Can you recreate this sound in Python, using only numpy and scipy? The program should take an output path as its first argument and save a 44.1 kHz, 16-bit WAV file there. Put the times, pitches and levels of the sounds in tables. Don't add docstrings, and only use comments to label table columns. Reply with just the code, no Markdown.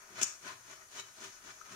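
import sys
import numpy as np
from scipy import signal
from scipy.fft import rfft, irfft, next_fast_len
from scipy.io import wavfile

SR = 44100
rng = np.random.default_rng(int(sys.argv[2]) if len(sys.argv) > 2 else 0)


def dump_mix(stems):
    frames = np.atleast_2d(stems).T
    limited = np.clip(frames, -1, 1)
    pcm = np.round(limited * 32767).astype(np.int16)
    wavfile.write(sys.argv[1], SR, pcm)


N = 77175
T = np.arange(N) / SR
PADDED = 2 * next_fast_len(N * 3 // 4)
HZ = np.maximum(np.arange(PADDED // 2 + 1) * SR / PADDED, 1)

# (frequency [Hz], bandwidth [Hz], level over the broad response [dB], left-right [dB])
GLASS_MODES = [(192, 32, 14, 1.5), (386, 15.5, 18, -8), (634, 70, 12, 1), (997, 73, 3.5, 0),
               (1240, 38, 1, 13.5), (1420, 17, -9, -7), (1477, 29, 5, -6), (1740, 99, 4.5, -16),
               (2237, 30, -1.5, -7.5), (2525, 27, 16, -9.5), (2970, 50, -2.5, -4), (2995, 93, 10, -1),
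               (3090, 34, -15, 5), (3533, 17, 10.5, 43)]
BLADE_MODES = [(5610, 170, 9, 4), (5910, 61, 2.5, -26), (6300, 63, -13, 27), (6530, 60, -2, -1),
               (6510, 87, 9.5, 1), (6850, 150, 6, 10), (6940, 74, -4, 7), (8100, 70, -7, -21),
               (8400, 110, 8, 0), (9460, 70, 4, 9)]
# (frequency [Hz], level [dB])
THRUM_SPECTRUM = [(20, -50), (55, -28), (100, -3), (170, -11), (240, -3.5), (310, 3), (400, -0.5),
                  (500, -14), (900, -23), (3000, -58)]
# (frequency [Hz], left-right [dB])
BALANCE = [(60, 6.5), (200, 1.5), (380, 12), (700, 6.5), (1290, 14.5), (2380, 8.5), (4400, -1.5),
           (6000, 3.5), (8120, 1.5), (11000, -6), (15000, 1)]


def scraping(ripple_db):
    # (peak time [s], rise [s], fall [s], rasp [dB], thrum [dB], blade [dB], grit [dB],
    # thrum lead [s], boom [dB])
    pushes = [(0.205, 0.038, 0.046, -42.5, -55, -45.5, -48.5, 0.061, -63),
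              (0.486, 0.035, 0.037, -45, -60.5, -49.5, -50, 0.028, -59.5),
              (0.732, 0.07, 0.024, -50.5, -64, -55, -56.5, 0.034, -74.5),
              (0.996, 0.049, 0.014, -47, -60, -47, -49.5, 0.034, -67),
              (1.243, 0.051, 0.033, -47.5, -56.5, -49.5, -49.5, 0.025, -73),
              (1.5, 0.069, 0.026, -51, -61, -55, -56, 0.04, -76.5),
              (1.745, 0.072, .030, -50, -55.5, -54, -55.5, 0.016, -68)]
    # (time [s], rasp [dB], blade [dB])
    slides = [(0.02, -56.5, -61.5), (0.095, -60.5, -80), (0.33, -60, -56), (0.58, -83, -66),
              (0.815, -62, -65.5), (1.068, -60, -61.5), (1.335, -64, -58), (1.575, -63.5, -60.5)]
    # (frequency [Hz], level [dB])
    rasp_spectrum = [(150, -32.5), (350, -13.5), (500, -13.5), (800, -11.5), (1050, -3.5), (1500, -0.5),
                     (2200, -3), (2800, -14.5), (4500, -17), (15000, -64)]
    grit_spectrum = [(1000, -72), (2300, -1), (3200, 2.5), (3900, 5.5), (4500, 1), (5200, 0.5), (7500, 0),
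                     (10000, -6.5), (12500, -15), (15500, -14)]
    blade_spectrum = [(2000, -30.5), (4900, -5.5), (5600, -5), (6100, 1.5), (6850, -3.5), (7400, -16),
                      (8800, -33.5), (9500, -39), (15500, -37)]
    rasp = thrum = grit = boom = 0
    blade = from_db(-65.5)
    for at, rise, fall, rasp_db, thrum_db, blade_db, grit_db, lead, boom_db in pushes:
        force = swell(at, rise, fall)
        rasp = np.hypot(rasp, from_db(rasp_db) * force)
        blade = np.hypot(blade, from_db(blade_db) * force)
        grit = np.hypot(grit, from_db(grit_db) * force)
        thrum = np.hypot(thrum, from_db(thrum_db) * swell(at - lead, rise_s=.021, fall_s=.043))
        boom = np.hypot(boom, from_db(boom_db) * swell(at, rise_s=.026, fall_s=.061))
    for at, rasp_db, blade_db in slides:
        force = gaussian(at, sigma_s=.04)
        rasp = np.hypot(rasp, from_db(rasp_db) * force)
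        blade = np.hypot(blade, from_db(blade_db) * force)
    judder = from_db(1.36 * drift(rate_hz=37))
    paths = [(thrum, THRUM_SPECTRUM, GLASS_MODES), (rasp, rasp_spectrum, GLASS_MODES),
             (grit, grit_spectrum, GLASS_MODES), (blade, blade_spectrum, BLADE_MODES)]
    crumbling = sum(radiate(level * judder * grains(), body(spectrum, modes, ripple_db))
                    for level, spectrum, modes in paths)
    return crumbling + boom * friction_tone(hz=115, width_hz=25)


def grains(per_s=9000, spread_db=1.5):
    sizes = from_db(spread_db * np.minimum(rng.exponential(1, N), 5))
    clicks = (rng.random(N) < per_s / SR) * sizes * rng.choice([-1, 1], (2, N))
    return clicks / clicks.std()


def snaps(ripple_db, rise_s=.00059):
    # (time [s], decay [s], blade [dB], glass [dB], thrum [dB])
    releases = [(0.2131, 0.0091, -28, -32, -39.5), (0.226, 0.0035, -23, -34.5, -42.5),
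                (0.2299, 0.00066, -19.5, -32, -52), (0.2318, 0.0014, -12.5, -37, -46),
                (0.9973, 0.0044, -37.5, -45, -82), (1.2030, 0.015, -51, -66, -56.5),
                (1.724, 0.0094, -55, -76, -56), (1.7322, 0.0039, -49, -54, -56)]
    # (time [s], level [dB])
    flakes = [(0.2305, -4), (0.2340, -16)]
    # (frequency [Hz], level [dB])
    snap_spectrum = [(1500, -26), (4500, -9.5), (5600, -2), (6900, -0.5), (7450, -3), (8700, -10),
                     (9450, -17), (9950, -9), (10900, -22), (11600, -13), (15500, -37)]
    crack_spectrum = [(25, -38), (90, -26), (170, -10), (270, 11.5), (500, -16.5), (1300, 9.5),
                      (2400, 13.5), (3700, 6), (5000, -11), (12000, -37)]
    chip_spectrum = [(1000, -19), (4500, -13), (7000, 7.5), (9000, -7.5), (10500, -16), (13000, -11),
                     (15500, -18)]
    blade = glass = thrum = 0
    for at, decay_s, blade_db, glass_db, thrum_db in releases:
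        age = np.maximum(T - at, 0)
        burst = (1 - np.exp(-age / rise_s)) * np.exp(-age / decay_s)
        blade += from_db(blade_db) * burst
        glass += from_db(glass_db) * burst
        thrum += from_db(thrum_db) * burst
    paths = [(blade, snap_spectrum, BLADE_MODES), (glass, crack_spectrum, GLASS_MODES),
             (thrum, THRUM_SPECTRUM, GLASS_MODES)]
    ringing = sum(radiate(level * rng.choice([-1, 1], (2, N)), body(spectrum, modes, ripple_db))
                  for level, spectrum, modes in paths)
    chips = np.zeros((2, N))
    for at, db in flakes:
        chips[0, int(at * SR)] += from_db(db)
    return ringing + radiate(chips, body(chip_spectrum))


def squeaks():
    # (time [s], Gaussian width [s], frequency [Hz], bandwidth [Hz], level [dB])
    tones = [(0.496, 0.017, 1017, 72, -49), (0.991, 0.011, 3012, 110, -48.5),
             (0.999, 0.015, 3900, 111, -50.5)]
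    return sum(from_db(db) * gaussian(at, sigma) * friction_tone(hz, width)
               for at, sigma, hz, width, db in tones)


def friction_tone(hz, width_hz):
    response = resonance(hz, width_hz) ** 2 * pan(at_hz(BALANCE))
    tone = radiate(rng.standard_normal((2, N)), response)
    return tone / tone.std()


def knock(at_s=1.6125, rise_s=.0036):
    # (frequency [Hz], T60 [s], level [dB])
    modes = [(1283, 0.065, -41.5), (1338, 0.029, -32.5), (1534, 0.033, -40)]
    age = np.maximum(T - at_s, 0)
    ring = sum(from_db(db - 60 * age / t60) * np.sin(2 * np.pi * hz * age) for hz, t60, db in modes)
    return pan(db=19) * ring * (1 - np.exp(-age / rise_s))


def body(spectrum, modes=(), ripple_db=0):
    power = 1 + sum(np.abs(from_db(db) * pan(side_db) * resonance(hz, width)) ** 2
                    for hz, width, db, side_db in modes)
    gain = from_db(at_hz(spectrum) + ripple_db) * np.sqrt(power) * pan(at_hz(BALANCE))
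    return minimum_phase(gain / np.sqrt(np.mean(gain ** 2)))


def weak_modes(spacing_hz=40):
    centres = np.arange(0, SR / 2, spacing_hz)
    heights = rng.standard_normal((1500, 2))[:len(centres)]
    depth_db = 4.5 * np.clip(HZ / 3000, 0, 1)
    return depth_db * np.array([np.interp(HZ, centres, side) for side in heights.T])


def radiate(drive, response, left_delay_s=.0002):
    # (frequency [Hz], left-right correlation [1])
    coherence = [(60, .98), (290, 0.99), (640, 0.76), (1400, 0.046), (3000, 0.04), (6800, 0.29),
                 (15000, 0.065)]
    mid, side = rfft(drive, PADDED)
    alike = at_hz(coherence)
    both = np.sqrt((1 + alike) / 2) * mid + np.sqrt((1 - alike) / 2) * side * np.array([[1], [-1]])
    both[0] *= np.exp(-2j * np.pi * HZ * left_delay_s)
    return irfft(both * response)[:, :N]


def reverberation(sound, delay_s=.012):
    # (frequency [Hz], level [dB])
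    room_spectrum = [(100, -22.5), (400, -14), (1200, -8.5), (3000, -8.5), (6500, -11.5), (8500, -9.5),
                     (10000, -23.5), (15000, -10.5)]
    treble_from_hz, middle_from_hz = 4100, 340
    band_t60_s = (.55, .35, .32)
    band = np.digitize(HZ, (middle_from_hz, treble_from_hz))
    age = np.maximum(T - delay_s, 0)
    reflections = rng.standard_normal((2, N)) * (1 - np.exp(-age / delay_s))
    tails = 0
    for k, t60 in enumerate(band_t60_s):
        tail = reflections * from_db(-60 * age / t60)
        tails += (band == k) * rfft(tail / np.linalg.norm(tail[0]), PADDED)
    colour = minimum_phase(from_db(at_hz(room_spectrum)))
    return irfft(rfft(sound, PADDED) * tails * colour)[:, :N]


def still_air():
    # (frequency [Hz], level [dB])
    air_spectrum = [(20, -2), (33, -4), (45, 8), (62, -9), (80, 0.5), (110, 2.5), (160, -4), (500, -2),
                    (1300, 0.5), (3000, -18.5), (4800, -5.5), (6300, 2.5), (8000, -2), (12000, -5),
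                    (15500, -14)]
    return from_db(-61.5) * radiate(rng.standard_normal((2, N)), body(air_spectrum))


def swell(at_s, rise_s, fall_s, rounding_s=.0041):
    away = np.hypot(T - at_s, rounding_s) - rounding_s
    return np.exp(-away / np.where(T < at_s, rise_s, fall_s))


def gaussian(at_s, sigma_s):
    return np.exp(-.5 * ((T - at_s) / sigma_s) ** 2)


def drift(rate_hz):
    pole = np.exp(-2 * np.pi * rate_hz / SR)
    slow = signal.lfilter([1], [1, -2 * pole, pole * pole], rng.standard_normal(2 * N))[N:]
    return slow / slow.std()


def resonance(hz, width_hz):
    return 1 / (1 + 1j * (HZ ** 2 - hz ** 2) / (HZ * width_hz))


def minimum_phase(gain):
    cepstrum = irfft(np.log(gain + 1e-9))
    cepstrum[..., 1:PADDED // 2] *= 2
    cepstrum[..., PADDED // 2 + 1:] = 0
    return np.exp(rfft(cepstrum))


def pan(db):
    gains = from_db(np.array([[.5], [-.5]]) * db)
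    return gains / np.sqrt(np.mean(gains ** 2, axis=0))


def at_hz(points):
    hz, value = np.transpose(points)
    return np.interp(np.log(HZ), np.log(hz), value)


def from_db(db):
    return 10 ** (np.asarray(db) / 20)


def scene():
    ripple_db = weak_modes()
    direct = scraping(ripple_db) + snaps(ripple_db) + squeaks() + knock()
    return direct + reverberation(direct) + still_air()


def record(dry):
    cutoff_hz = 15750
    return signal.sosfilt(signal.ellip(12, .1, 80, cutoff_hz, fs=SR, output="sos"), dry)


dry = scene()
out = record(dry)
dump_mix(out)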